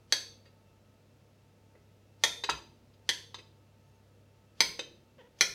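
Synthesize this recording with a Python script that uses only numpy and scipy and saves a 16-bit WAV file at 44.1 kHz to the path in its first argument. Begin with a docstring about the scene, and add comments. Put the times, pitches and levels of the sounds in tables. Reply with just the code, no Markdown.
"""A knife cuts through soft mushrooms and lands on a glazed plate on a stone counter, heard close, in mono.
Each landing is a chattering burst that rings damped plate modes, led in by a swelling hiss of noise.
The plate's foot knocks back, soft bursts rustle, the counter booms, and a tiled kitchen answers in taps.
A light brush rings faintly and wet flesh squeaks twice on the glaze, as a gliding harmonic stack.
Under it lie room air and microphone hiss as coloured noise, a low hum and wavering fridge tones."""
import sys
import numpy as np
from scipy import signal
from scipy.fft import rfft, irfft
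from scipy.io import wavfile
from scipy.ndimage import uniform_filter1d

SR = 44100
rng = np.random.default_rng(int(sys.argv[2]) if len(sys.argv) > 2 else 0)


def to_wav(s):
    """Save 16-bit WAV."""
    ch = np.atleast_2d(s).T  # columns
    pcm = np.round(np.clip(ch, -1, 1) * 32767)  # PCM
    wavfile.write(sys.argv[1], SR, pcm.astype(np.int16))


def gain_from_db(level_db):
    """Turn a decibel level (scalar or array-like) into a linear amplitude factor."""
    decades = np.asarray(level_db, float) / 20
    return 10 ** decades


N = 244622

# modes of the plate: mode_hz, under_blade_db, in_knock_db, longest t60_s
PLATE = [(369, -20, -10.5, 0.1), (419, -13, -10.5, 0.11), (473.4, -9.5, -7, 0.079),
         (535, -14.5, -6.5, 0.031), (930, -12, -7, .025), (1010, -9, -4, .025), (1350, -10, -4, .025),
         (1679, -10.5, -10, 0.3), (1833, 1, -5, 0.032), (1992, -1, -4.5, 0.058), (2136, -1.5, -12.5, 0.037),
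         (2453, -8.5, -23, 0.14), (2575, -12.5, -8.5, 0.57), (2784, -21.5, -7.5, 0.033),
         (3120, -15.5, -4, .1), (3287, 5, -10.5, 0.023), (3605, -10.5, -6.5, 0.15), (3900, -5, -4.5, 0.061),
         (4055, 0.5, -13.5, 0.031), (4300, -3.5, -20.5, 0.056), (4600, -17, -16, 0.39),
         (4850, -21.5, -6.5, 0.11), (4940, -20, -14, 0.055), (6044, -2, -15, 0.058), (6244, 0, -10, 0.084),
         (6600, -16, -13.5, 0.04), (7720, -11, -17, 0.13), (8540, -11, -27, 0.16), (9210, -18, -20.5, 0.2),
         (11080, -11.5, -31, 0.16), (12790, -27.5, -51, 0.1), (14200, -15, -30, 0.073)]


def evened(x):
    """Scales to rms 1."""
    return x / np.sqrt(np.mean(x ** 2) + 1e-20)


def read(points, hz):
    """Reads a table on a log-frequency axis."""
    f, value = np.transpose(points)
    return np.interp(np.log(hz + 1), np.log(f + 1), value)


def add(mix, s, sound):
    """Mixes a sound in at s seconds."""
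    part = mix[round(s * SR):][:len(sound)]
    part += sound[:len(part)]


def noise(size, spectrum):
    """Noise of rms 1 with the given colour."""
    hz = np.fft.rfftfreq(size, 1 / SR)
    coloured = rfft(rng.standard_normal(size)) * gain_from_db(read(spectrum, hz))
    return evened(irfft(coloured, size))


def fuzzy_tone(hz, width):
    """A tone of rms 1 whose height and phase wander at the rate of its width in Hz."""
    r = np.exp(-np.pi * width / SR)
    # a second of run-in is dropped
    wander = signal.lfilter([1], [1, -2 * r, r * r], rng.standard_normal((2, N + SR)))[:, SR:]
    carrier = np.exp(2j * np.pi * hz * np.arange(N) / SR)
    return evened(np.real((wander[0] + 1j * wander[1]) * carrier))


def hold(t, length, edge):
    """Rises, holds and falls with soft edges."""
    return np.sin(np.pi / 2 * np.clip(np.minimum(t, length + edge - t) / edge, 0, 1)) ** 2


def causal_filter(spectrum, log_gain):
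    """Applies a log gain to a spectrum with minimum phase, so that nothing sounds early."""
    return np.fft.ifft(spectrum * np.exp(np.conj(signal.hilbert(log_gain)))).real


def uncoloured(taps, smooth_hz):
    """Evens out the broad colour of a train of taps with a causal filter, keeping its timing."""
    spectrum = np.fft.fft(taps, 2 * len(taps))
    bins = round(smooth_hz * len(spectrum) / SR)
    power = uniform_filter1d(abs(spectrum) ** 2, bins, mode="wrap")
    return causal_filter(spectrum, -.5 * np.log(power))[:len(taps)]


def rattle(length, density, first):
    """One first impact, then sparse ones (density per s) that fall 30 dB over length seconds; evened."""
    t = np.arange(3000) / SR
    draw = rng.random((2, len(t)))
    taps = (draw[0] < density / SR) * (2 * draw[1] - 1) * gain_from_db(-30 * t / length)
    taps[0] = first
    return uncoloured(taps, 120)


def snap(size, spectrum, t60):
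    """A dying burst of noise, evened out and then given its colour by a causal filter."""
    fall = gain_from_db(-60 * np.arange(size) / SR / t60)
    flat = np.fft.fft(uncoloured(rng.standard_normal(size) * fall, 250), 2 * size)
    log_gain = np.log(gain_from_db(read(spectrum, abs(np.fft.fftfreq(2 * size, 1 / SR)))))
    burst = causal_filter(flat, log_gain)[:size]
    return burst * np.linalg.norm(fall) / np.linalg.norm(burst)  # as strong as noise that starts at rms 1


def blow(row, mode_db, longest, rise, chatter, crack_db, crack_t60, favour_db, mid_db, top_db):
    """One contact: a burst of tiny impacts rings the plate modes, coloured by where it is struck."""
    # where the drive of a contact is set: hz
    colour_hz = [400, 1100, 2100, 4500, 11000]
    # broadband crack of the contact: hz, db_per_hz
    crack_colour = [(60, -62.5), (200, -16), (500, -15.5), (1200, -6), (2100, 4), (2800, -1.5), (4500, 2),
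                    (6200, -7.5), (7000, -12), (14500, -30.5), (16500, -39.5)]
    # how the drive at 2100 Hz follows, and at 11000 Hz falls with, that at: 400 Hz, 1100 Hz (dB per dB)
    mid_shares = 0.73, 0.23
    top_shares = -.3, -0.76
    s, db, low, body, *favoured_hz = row
    mid = mid_db + np.dot(mid_shares, [low, body])
    top = top_db + np.dot(top_shares, [low, body])
    colour = np.transpose([colour_hz, [low, body, mid, 0, top]])

    def favour(f):
        return favour_db * sum(np.exp(-(np.log(f / centre) / 0.053) ** 2) for centre in favoured_hz)

    hz, t = np.array(PLATE)[:, :1], np.arange(9000) / SR
    near = np.exp(-(np.log(hz / favoured_hz) / .015) ** 2).max(1, keepdims=True)
    # blade, food and fingers damp the ring, the treble most, the favoured mode least
    damped_t60 = longest * (1 + 1.5 * near) * np.minimum(6500 / hz, 1)
    t60 = np.minimum(np.array(PLATE)[:, 3:], damped_t60)

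    detune, split, height, phase = rng.standard_normal((4, len(PLATE), 1))
    hz = hz * (1 + .004 * detune)
    level = gain_from_db(mode_db[:, None] + read(colour, hz) + favour(hz) + 1.5 * height - 60 * t / t60)
    # each mode is a slightly split pair, which beats
    pair = np.sin(2 * np.pi * hz * t + phase) + np.sin(2 * np.pi * hz * (1 + .008 * split) * t)

    grid = np.geomspace(60, 20000, 200)
    shape = np.transpose([grid, read(crack_colour, grid) + read(colour, grid) + favour(grid)])
    crack = gain_from_db(crack_db) * snap(len(t), shape, crack_t60)
    one = ((level * pair).sum(0) + crack) * (1 - np.exp(-t / rise)) ** 2
    burst = signal.fftconvolve(one, chatter)
    return s, gain_from_db(db) * burst / np.sqrt(np.mean(burst[:SR // 100] ** 2))  # level over the first 10 ms


def background():
    """Room air and microphone hiss, with a low steady hum and fridge tones on top."""
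    # low hum of a fan or compressor at 33.3 Hz and its harmonics, with a 50 Hz line: pitch_hz, level_db
    low_hum = [(33.3, -92.5), (50, -83), (66.6, -78), (100, -66)]
    # wavering fridge tones: pitch_hz, width_hz, level_db
    fridge_tones = [(136.3, 9.8, -73), (205, 29, -78), (238, 3.6, -78.5), (481, 30, -80.5), (602, 16, -85),
                    (892, 7.8, -81), (1290, 14, -85.5), (1340, 13, -94.5), (2684, 20, -87)]
    # colour of the air and hiss: hz, db_per_hz
    air_colour = [(15, -54.5), (30, -32), (60, -16.5), (150, -12.5), (340, -17.5), (570, -18), (790, -26),
                  (1060, -30), (2670, -33), (6000, -37.5), (9000, -44), (15200, -46), (16500, -48)]
    air_db = -66
    t = np.arange(N) / SR
    hum = 0
    for hz, db in low_hum:
        steady = np.sqrt(2) * np.sin(2 * np.pi * hz * t)
        hum = hum + gain_from_db(db) * (steady + 0.35 * fuzzy_tone(hz, 1.9))
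    fridge = sum(gain_from_db(db) * fuzzy_tone(hz, width) for hz, width, db in fridge_tones)
    return gain_from_db(air_db) * noise(N, air_colour) + hum + fridge


def knife():
    """The blade hisses through the mushroom ever louder, then strikes the glaze and chatters."""
    # the blade lands: start_s, level_db, extra drive_400_hz_db, favoured_low_hz, favoured_high_hz
    cuts = [(0.1235, -20.5, -2.5, 1723, 4586), (2.237, -19.5, -5, 1798, 3605),
            (3.0906, -23.5, -3.5, 1920, 3379), (4.605, -18, -2, 2337, 4850),
            (5.4088, -18, -1.5, 2424, 5823)]
    # blade through the flesh: hz, db_per_hz
    slice_colour = [(180, -35.5), (300, 2.5), (574, 1.5), (1430, -7), (4680, -0.5), (12000, -22),
                    (15600, -53), (22000, -120)]
    body_db, body_share = -1, -0.96  # the deeper the thud, the less drive at 1100 Hz
    under_db, growth_db_per_s = -40, 452.5  # hiss at its end against the landing, and its growth
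    out, t = np.zeros(N), np.arange(2400) / SR
    to_end = t[::-1]
    mode_db = np.array(PLATE)[:, 1]
    for s, db, low, *favoured_hz in cuts:
        row = s, db, low, body_db + body_share * low, *favoured_hz
        chatter = rattle(length=0.021, density=1200., first=1.3)
        landing = blow(row, mode_db, .045, 0.00035, chatter, crack_db=20.0, crack_t60=0.0092,
                       favour_db=6.5, mid_db=-2.5, top_db=3.0)
        add(out, *landing)
        hiss = noise(len(t), slice_colour) * gain_from_db(db + under_db - growth_db_per_s * to_end)
        add(out, s - t[-1] - .001, hiss)  # ends 1 ms before the landing
    return out


def kitchen(x, wet_db):
    """Sparse taps of random sign, each band dying at its own speed, denser energy in the first echoes."""
    # decay of the tiled room: hz, t60_s
    room_decay = [(150, 0.88), (500, 0.54), (1500, 0.3), (4000, 0.44), (8000, 0.36), (15000, 0.48)]
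    seconds = np.arange(SR) / SR
    taps = np.zeros(SR)
    at = np.arange(130, SR - 20, 20)
    taps[at + rng.integers(0, 20, at.shape)] = rng.choice([-1., 1.], at.shape)
    taps *= 1 + 2.8 * gain_from_db(-60 * seconds / 0.081)
    # the colour is evened under a fade that is then undone
    fade = gain_from_db(-120 * seconds)
    taps = uncoloured(taps * fade, 40) / fade
    hz, t, z = signal.stft(taps, SR, nperseg=256)
    tail = signal.istft(z * gain_from_db(-60 * t / read(room_decay, hz)[:, None]), SR, nperseg=256)[1]
    return x + gain_from_db(wet_db) * signal.fftconvolve(x, tail / np.linalg.norm(tail))[:N]


def rocking():
    """The foot of the plate meets the counter more softly; denser, slower bursts give brief soft rustles."""
    # the tipped plate knocks on the counter:
    # start_s, level_db, extra drive_400_hz_db, drive_1100_hz_db, favoured_hz
    knocks = [(1.751, -61, 35.5, 27.5, 600), (2.4366, -32, -3.5, -2.5, 3900),
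              (2.4894, -26, 7.5, 25.5, 1318), (2.4951, -29.5, -9, -3, 2575), (3.343, -41, -9.5, 4, 920),
              (3.384, -52.5, 8, -9, 243.3), (4.7915, -34, -1.5, -2, 350)]
    # brief soft rustles, the first and last of them just ahead of a landing,
    # the two between as blade or plate slides briefly: same columns
    rustles = [(.099, -78, -5, -6.5, 4300), (0.453, -63.5, 4.5, -4, 4600), (2.93, -75.5, -4, -5, 5400),
               (5.384, -60.5, -6, -14, 5150)]
    out, mode_db = np.zeros(N), np.array(PLATE)[:, 2]
    free, rubbed = .075, .025  # damping limit on the ring, t60 in s
    for row in knocks:
        chatter = rattle(length=0.021, density=900., first=0.76)
        knock = blow(row, mode_db, free, 0.00086, chatter, crack_db=8.0, crack_t60=0.019,
                     favour_db=3.0, mid_db=0.5, top_db=-4.5)
        add(out, *knock)
    for row in rustles:
        chatter = rattle(length=0.058, density=1000.0, first=.3)
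        rustle = blow(row, mode_db, rubbed, 0.004, chatter, crack_db=11.0, crack_t60=0.0099,
                      favour_db=3.0, mid_db=-1.0, top_db=-4.0)
        add(out, *rustle)
    return out


def counter():
    """The cupboard under the slab booms slowly in two low modes."""
    # the counter thumps under the plate: start_s, drive_db, t60_s
    thumps = [(0.138, -63.5, 0.18), (2.25, -58.5, 0.17), (2.506, -36.5, 0.31), (3.39, -58, 0.17),
              (4.621, -49.5, 0.45), (5.421, -52, 0.38)]
    out, t = np.zeros(N), np.arange(12000) / SR
    boom = np.sin(2 * np.pi * 62 * t) + 1.7 * np.sin(2 * np.pi * 150 * t) * gain_from_db(-150 * t)
    slow_rise = (t / 0.033) ** 2 / (1 + (t / 0.028) ** 2)
    for s, db, t60 in thumps:
        add(out, s, boom * gain_from_db(db - 60 * t / t60) * slow_rise)
    return out


def brushing():
    """Two high plate modes are kept whispering by a light touch."""
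    # a faint high ring as the plate is brushed: start_s, length_s, level_db of the lower mode
    touches = [(3.83, 0.069, -85.5), (3.93, 0.028, -81)]
    edge_s = .012
    t = np.arange(N) / SR
    level = sum(gain_from_db(db) * hold(t - s, length, edge_s) for s, length, db in touches)
    return level * (fuzzy_tone(6420, 60) + 0.43 * fuzzy_tone(9900, 60))


def squeaks():
    """Slips in quick, slightly uneven succession: a stack of harmonics that glides to its settled pitch."""
    # wet flesh on the glaze: start_s, length_s, level_db, first_hz (slips per s), settled_hz
    slips = [(5.181, 0.037, -57, 640, 451), (5.223, 0.052, -65.5, 446, 497)]
    # colour of the harmonics: hz, level_db
    squeak_colour = [(300, 7.5), (480, 4.5), (950, -2), (1400, -12), (1950, -1), (2350, -16.5), (2750, -9),
                     (3250, -6), (3800, -20), (8000, -35)]
    settle_s, edge_s = 0.0109, 0.003
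    out, k = np.zeros(N), np.arange(1, 15)[:, None]
    for s, length, db, first_hz, settled_hz in slips:
        t = np.arange(0, length + edge_s, 1 / SR)
        hz = settled_hz + (first_hz - settled_hz) * np.exp(-t / settle_s)
        hz = hz * (1 + 0.49 * uniform_filter1d(rng.standard_normal(len(t)), size=80))
        harmonics = np.cos(2 * np.pi * k * np.cumsum(hz) / SR)
        stack = (gain_from_db(read(squeak_colour, k * hz)) * harmonics).sum(0)
        add(out, s, gain_from_db(db) * hold(t, length, edge_s) * evened(stack))
    return out


def scene():
    """Near sounds with their echoes over the background."""
    wet = kitchen(knife(), wet_db=-2.0) + kitchen(rocking() + squeaks(), wet_db=-4.0)
    return (wet + counter() + brushing() + background())[None]


def top_cut(x):
    """Nothing passes above the cut-off."""
    return signal.sosfilt(signal.butter(12, 16840, fs=SR, output="sos"), x)


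def record(dry):
    """The finished mix is passed through top_cut()."""
    return top_cut(dry)


dry = scene()
out = record(dry)
to_wav(out)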